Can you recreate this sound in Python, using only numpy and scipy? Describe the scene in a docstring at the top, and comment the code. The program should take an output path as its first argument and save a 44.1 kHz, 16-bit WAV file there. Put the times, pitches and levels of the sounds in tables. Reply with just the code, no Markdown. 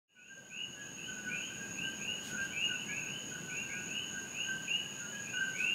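"""A wooded pond at night

Small frogs peep in rising whistles and others toot lower, each call scattered by the trees. Behind
them are a far frog chorus, one faint low call, a field of crickets with one nearer chirper sounding
their wings, a few soft rustles and a low distant rumble under a smooth hiss. The whole fades in."""
import sys
import numpy as np
from scipy import signal
from scipy.fft import rfft, irfft
from scipy.io import wavfile
from scipy.ndimage import map_coordinates

SR = 44100
rng = np.random.default_rng(int(sys.argv[2]) if len(sys.argv) > 2 else 0)


def file_out(sig):
    """Save sig as 16-bit WAV at sys.argv[1]."""
    # one column per channel
    cols = np.atleast_2d(sig).T
    # limit, then scale
    lim = np.clip(cols, -1, 1)
    pcm = np.round(lim * 32767).astype(np.int16)
    wavfile.write(sys.argv[1], SR, pcm)


N = 253134
T = np.arange(N) / SR


def peepers(scoop_hz=430.4, rise_hz_per_s=1800, even_db=-42.5, swell_per_s=12.9):
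    """Near frogs whistle upward; random amplitude modulation adds sidebands, heard as hoarseness."""
    # rising whistles: onset t/s, duration/s, top f/Hz, level/dB
    peeps = [(0, 0.1, 2920, -40), (.135, .21, 2988, -44), (.487, .13, 2940, -34.5), (0.957, .15, 3116, -45),
             (1.272, 0.14, 2763, -40.5), (1.366, .12, 3174, -44.5), (1.745, .14, 2997, -41),
             (1.979, .15, 2937, -40), (2.36, .12, 2980, -49.5), (2.505, 0.18, 2925, -35.5),
             (2.706, 0.13, 3040, -44), (2.862, .15, 2727, -41.5), (3.022, 0.16, 3070, -44.5),
             (3.487, 0.13, 2814, -41.5), (3.676, 0.14, 2717, -46), (3.866, .155, 3030, -40.5),
             (4.325, 0.13, 2960, -39.5), (4.656, 0.11, 2935, -34), (5.225, .21, 3025, -44.5),
             (5.515, .205, 2822, -34)]
    out = np.zeros(N)
    for onset, length, top_hz, db in peeps:
        first_hz = top_hz - scoop_hz - rise_hz_per_s * length
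        swell_db = swell_per_s * (db - even_db) * length  # loud calls swell, quiet ones fade
        note = whistle(length, first_hz, top_hz, swell_db, bend=1.7, taper=0.48, waver=0.0045)
        rasp = np.linspace(0.65, 0.2, len(note))  # the voice clears as it reaches the top
        hoarse = note * (1 + rasp * drift(rate=300)[:len(note)])
        heard = woods(reeds(hoarse), wet_db=2.5, spray_t60=0.36, tail_t60=1.1, tail_db=-11)
        add(out, onset, at_level(heard, db, length))
    return out


def tooters(sag=0.012):
    """Each lower frog has its own note, a short tone that sags in frequency and wavers in amplitude."""
    # toots: onset t/s, frog, level/dB
    toots = [(0.134, "deep", -43.5), (.278, "high mid", -39.5), (.74, "highest", -47.5),
             (1.061, "deep", -44), (1.202, "high", -52.5), (1.239, "deep", -40.5), (1.54, "high", -48.5),
             (1.82, "high mid", -43.5), (2.28, "deep", -45.5), (2.305, "deepest", -50.5),
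             (2.357, "high mid", -39), (2.674, "deep", -45), (2.85, "highest", -49), (3.295, "deep", -49.5),
             (3.454, "deep", -47.5), (3.679, "high", -49.5), (4.1, "deep", -47.5), (4.135, "high mid", -47),
             (4.444, "low mid", -39.5), (4.985, "deepest", -51.5), (5.1, "highest", -48.5),
             (5.32, "deep", -40.5), (5.34, "low mid", -37), (5.576, "deep", -46.5)]
    # the note of each frog: f/Hz, duration/s
    voices = {"deepest": (1430, 0.126), "deep": (1490, 0.1075), "low mid": (1563, 0.133),
              "high mid": (1584, 0.0967), "high": (1618, 0.132), "highest": (1662, 0.13)}
    out = np.zeros(N)
    for onset, frog, db in toots:
        hz, length = voices[frog]
        note = whistle(length, hz * (1 + sag), hz * (1 - sag), -1, bend=1.1, taper=0.8, waver=0.008)
        unsteady = note * (1 + 0.31 * drift(rate=80.4)[:len(note)])
        heard = woods(unsteady, wet_db=-1, spray_t60=0.34, tail_t60=1.2, tail_db=-13)
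        add(out, onset, at_level(heard, db, length))
    return out


def far_chorus():
    """Frogs of both kinds, so distant that the reverberant field outweighs the direct sound."""
    # frog groups: call rate/(1/s), duration/s, lowest and highest starting f/Hz, glide ratio, level/dB
    groups = [(26.15, .14, 2380, 2790, 1.16, -52.5), (12.085, 0.092, 1490, 1660, .99, -54.5)]
    out = np.zeros(N)
    for rate, length, low_hz, high_hz, glide, db in groups:
        calls = np.zeros(N)
        for k, (when, pitch) in enumerate(rng.random((256, 2))[:int(rate * N / SR)]):
            hz = low_hz + pitch * (high_hz - low_hz)
            add(calls, (k + when) / rate, whistle(length, hz, hz * glide, swell_db=-13.5))
        out += amp(db) * unit_rms(woods(calls, wet_db=11)[:N])
    return out


def cricket_field(db=-49, flutter_db=0.83, lag_s=0.017):
    """Countless wing strokes sum incoherently to narrow-band noise; many keep step with the nearest."""
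    # spectrum of the massed crickets: f/Hz, relative density level/dB
    band = [(5600, -30.5), (6200, -18.5), (6400, -10), (6600, 2.5), (6860, 0.5), (6920, -5), (7040, -20.5),
            (7300, -44)]
    pulse_db = 2.8 * sum(np.exp(-((T - onset - lag_s) / 0.07) ** 2) for onset in chirp_times())
    return amp(db + flutter_db * drift(rate=60) + pulse_db - pulse_db.mean()) * noise(band)


def near_cricket(hz=6556, sag=0.0029, stroke_s=0.046, spacing_s=0.05, db=-50.5, spread_db=2.0):
    """Stridulation: each chirp is two wing strokes whose frequency sinks as the wings slow."""
    out = np.zeros(N)
    stroke = whistle(stroke_s, hz * (1 + sag), hz * (1 - sag), swell_db=-9, bend=1, taper=1, waver=0)
    for onset, (size, late) in zip(chirp_times(), rng.standard_normal((64, 2))):
        chirp = np.zeros(SR // 4)
        add(chirp, 0, stroke)
        add(chirp, spacing_s + 0.0022 * late, stroke)
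        add(out, onset, at_level(woods(chirp, wet_db=5.5), db + spread_db * size, 2 * stroke_s))
    return out


def chirp_times(first_s=0.25):
    """The nearest cricket's repetition period lengthens for a while, then shortens again."""
    # pace of the chirps: t/s, period/s
    pace = [(1.4, .287), (1.7, .32), (2.95, .312), (3.3, .286), (5.5, .278)]
    times = [first_s]
    while times[-1] < N / SR:
        times.append(times[-1] + np.interp(times[-1], *np.transpose(pace)))
    return times[:-1]


def low_call(onset=0.355, length=0.13, first_hz=480, last_hz=610, db=-54):
    """One faint rising note from far off, made hoarse by deep random amplitude modulation."""
    out = np.zeros(N)
    note = whistle(length, first_hz, last_hz, swell_db=-8, waver=0.083)
    hoarse = note * (1 + drift(rate=330)[:len(note)])
    add(out, onset, at_level(reeds(hoarse), db, length))
    return out


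def rustles():
    """Broadband noise under brief half-cosine envelopes is heard as soft rustling."""
    # rustles: centre t/s, duration/s, peak level/dB
    swells = [(.39, .08, -62), (2.279, 0.14, -52), (2.44, 0.088, -58.5), (5.626, 0.15, -56)]
    # their spectrum: f/Hz, relative density level/dB
    spectrum = [(300, -16), (1000, 2.5), (4000, 11.5), (8000, 6.5), (15000, -2)]
    envelope = sum(amp(db) * np.cos(np.pi * np.clip((T - centre) / length, -0.5, 0.5))
                   for centre, length, db in swells)
    return envelope * noise(spectrum)


def night_air(db=-50.5, waver_db=0.84, hum_hz=209, hum_db=-61, crossover_hz=500):
    """One slow envelope modulates a distant rumble and its faint hum; the hiss above is stationary."""
    # spectrum of rumble and hiss: f/Hz, relative density level/dB
    spectrum = [(20, -31), (55, -17), (90, -10.5), (130, -1.5), (200, 0.5), (270, -4), (420, -8),
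                (700, -13.5), (1300, -15.5), (2000, -17.5), (4000, -24), (7500, -26.5), (11000, -29),
                (15500, -33)]
    # ebb of the rumble: t/s, relative level/dB
    ebb = [(0, 1.5), (1.3, 2), (2.7, 1), (4, 0), (4.8, -2), (5.7, -1)]
    hum = np.sin(2 * np.pi * hum_hz * T + 0.76 * drift(rate=14))
    hum *= 1 + 0.4 * drift(rate=9)
    bed = noise(spectrum)
    rumble = signal.sosfiltfilt(signal.butter(2, crossover_hz, fs=SR, output="sos"), bed)
    hiss = bed - rumble
    envelope = amp(np.interp(T, *np.transpose(ebb)) + waver_db * drift(rate=10))
    return amp(db) * (hiss + envelope * rumble) + amp(hum_db) * envelope * hum


def whistle(length, first_hz, last_hz, swell_db, bend=1.8, taper=0.19, waver=0.005):
    """A nearly pure tone whose phase integrates a frequency glide; with bend > 1 the glide levels off."""
    progress = np.linspace(0, 1, max(int(length * SR), 64))
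    jitter = 1 + waver * np.interp(progress, np.linspace(0, 1, 16), rng.standard_normal(16))
    hz = (last_hz + (first_hz - last_hz) * (1 - progress) ** bend) * jitter
    envelope = amp(swell_db * (progress - 1)) * signal.windows.tukey(len(progress), taper)
    return envelope * np.sin(2 * np.pi * np.cumsum(hz) / SR)


def reeds(call):
    """Interference: reflections within 40 ms overlap the glide, so it beats and sounds rough."""
    delay_s = (np.arange(12) + rng.random(12)) * 0.0027 + 0.007
    path = np.zeros(SR // 24)
    path[0] = 1
    path[(delay_s * SR).astype(int)] = rng.choice([-1, 1], 12) * 0.42 * np.exp(-delay_s / 0.06)
    return signal.fftconvolve(call, path)


def woods(call, wet_db, spray_t60=1.0, tail_t60=0.6, tail_db=-10):
    """Scattering by trunks: random echoes with a two-slope decay, wet_db above the direct sound."""
    t = np.arange(SR) / SR
    trunks = rng.standard_normal(SR) * (rng.random(SR) < 1500 / SR)  # about 1500 echoes a second
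    echoes = trunks * (amp(-60 * t / spray_t60) + amp(tail_db - 60 * t / tail_t60))
    path = amp(wet_db) * echoes / np.linalg.norm(echoes)
    path[0] += 1
    return signal.fftconvolve(call, path)


def noise(spectrum):
    """Spectral shaping of white noise by (f/Hz, level/dB) points, at unit rms."""
    hz, db = np.transpose(spectrum)
    log_hz = np.log(np.fft.rfftfreq(N, 1 / SR) + 1)
    gain = amp(np.interp(log_hz, np.log(np.sort(hz)), db))
    return unit_rms(irfft(rfft(rng.standard_normal(N)) * gain, N))


def drift(rate):
    """Smooth random modulation: a spline through rate unit-variance values a second."""
    knots = rng.standard_normal(1024)
    return map_coordinates(knots, [T * rate], order=2, mode="wrap")


def at_level(call, db, length):
    """Equates the energy of a call and its echoes to that of a note of this level and length."""
    return amp(db) * call / np.sqrt(np.sum(call ** 2) / (length * SR))


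def amp(db):
    """Level in decibels to amplitude ratio."""
    return 10 ** (np.asarray(db) / 20)


def unit_rms(x):
    """Normalises to unit mean power."""
    return x / np.sqrt(np.mean(x ** 2) + 1e-20)


def add(mix, onset, sound):
    """Superposes a sound on the mix from onset seconds."""
    part = mix[max(round(onset * SR), 0):][:len(sound)]
    part += sound[:len(part)]


def scene():
    """Linear superposition of all the voices of the pond, in mono."""
    calls = peepers() + tooters() + far_chorus() + low_call()
    return (calls + cricket_field() + near_cricket() + night_air() + rustles())[None]


def record(dry, start_s=0.077, fade_s=1.975, cutoff_hz=15720):
    """A quarter-sine fade-in, then a linear-phase low-pass that limits the band."""
    faded = dry * np.sin(np.pi / 2 * np.clip((T - start_s) / fade_s, 0, 1))
    lowpass = signal.firwin(1023, cutoff_hz, window=("kaiser", 9), fs=SR)
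    return signal.oaconvolve(faded, lowpass[None], "same")


dry = scene()
out = record(dry)
file_out(out)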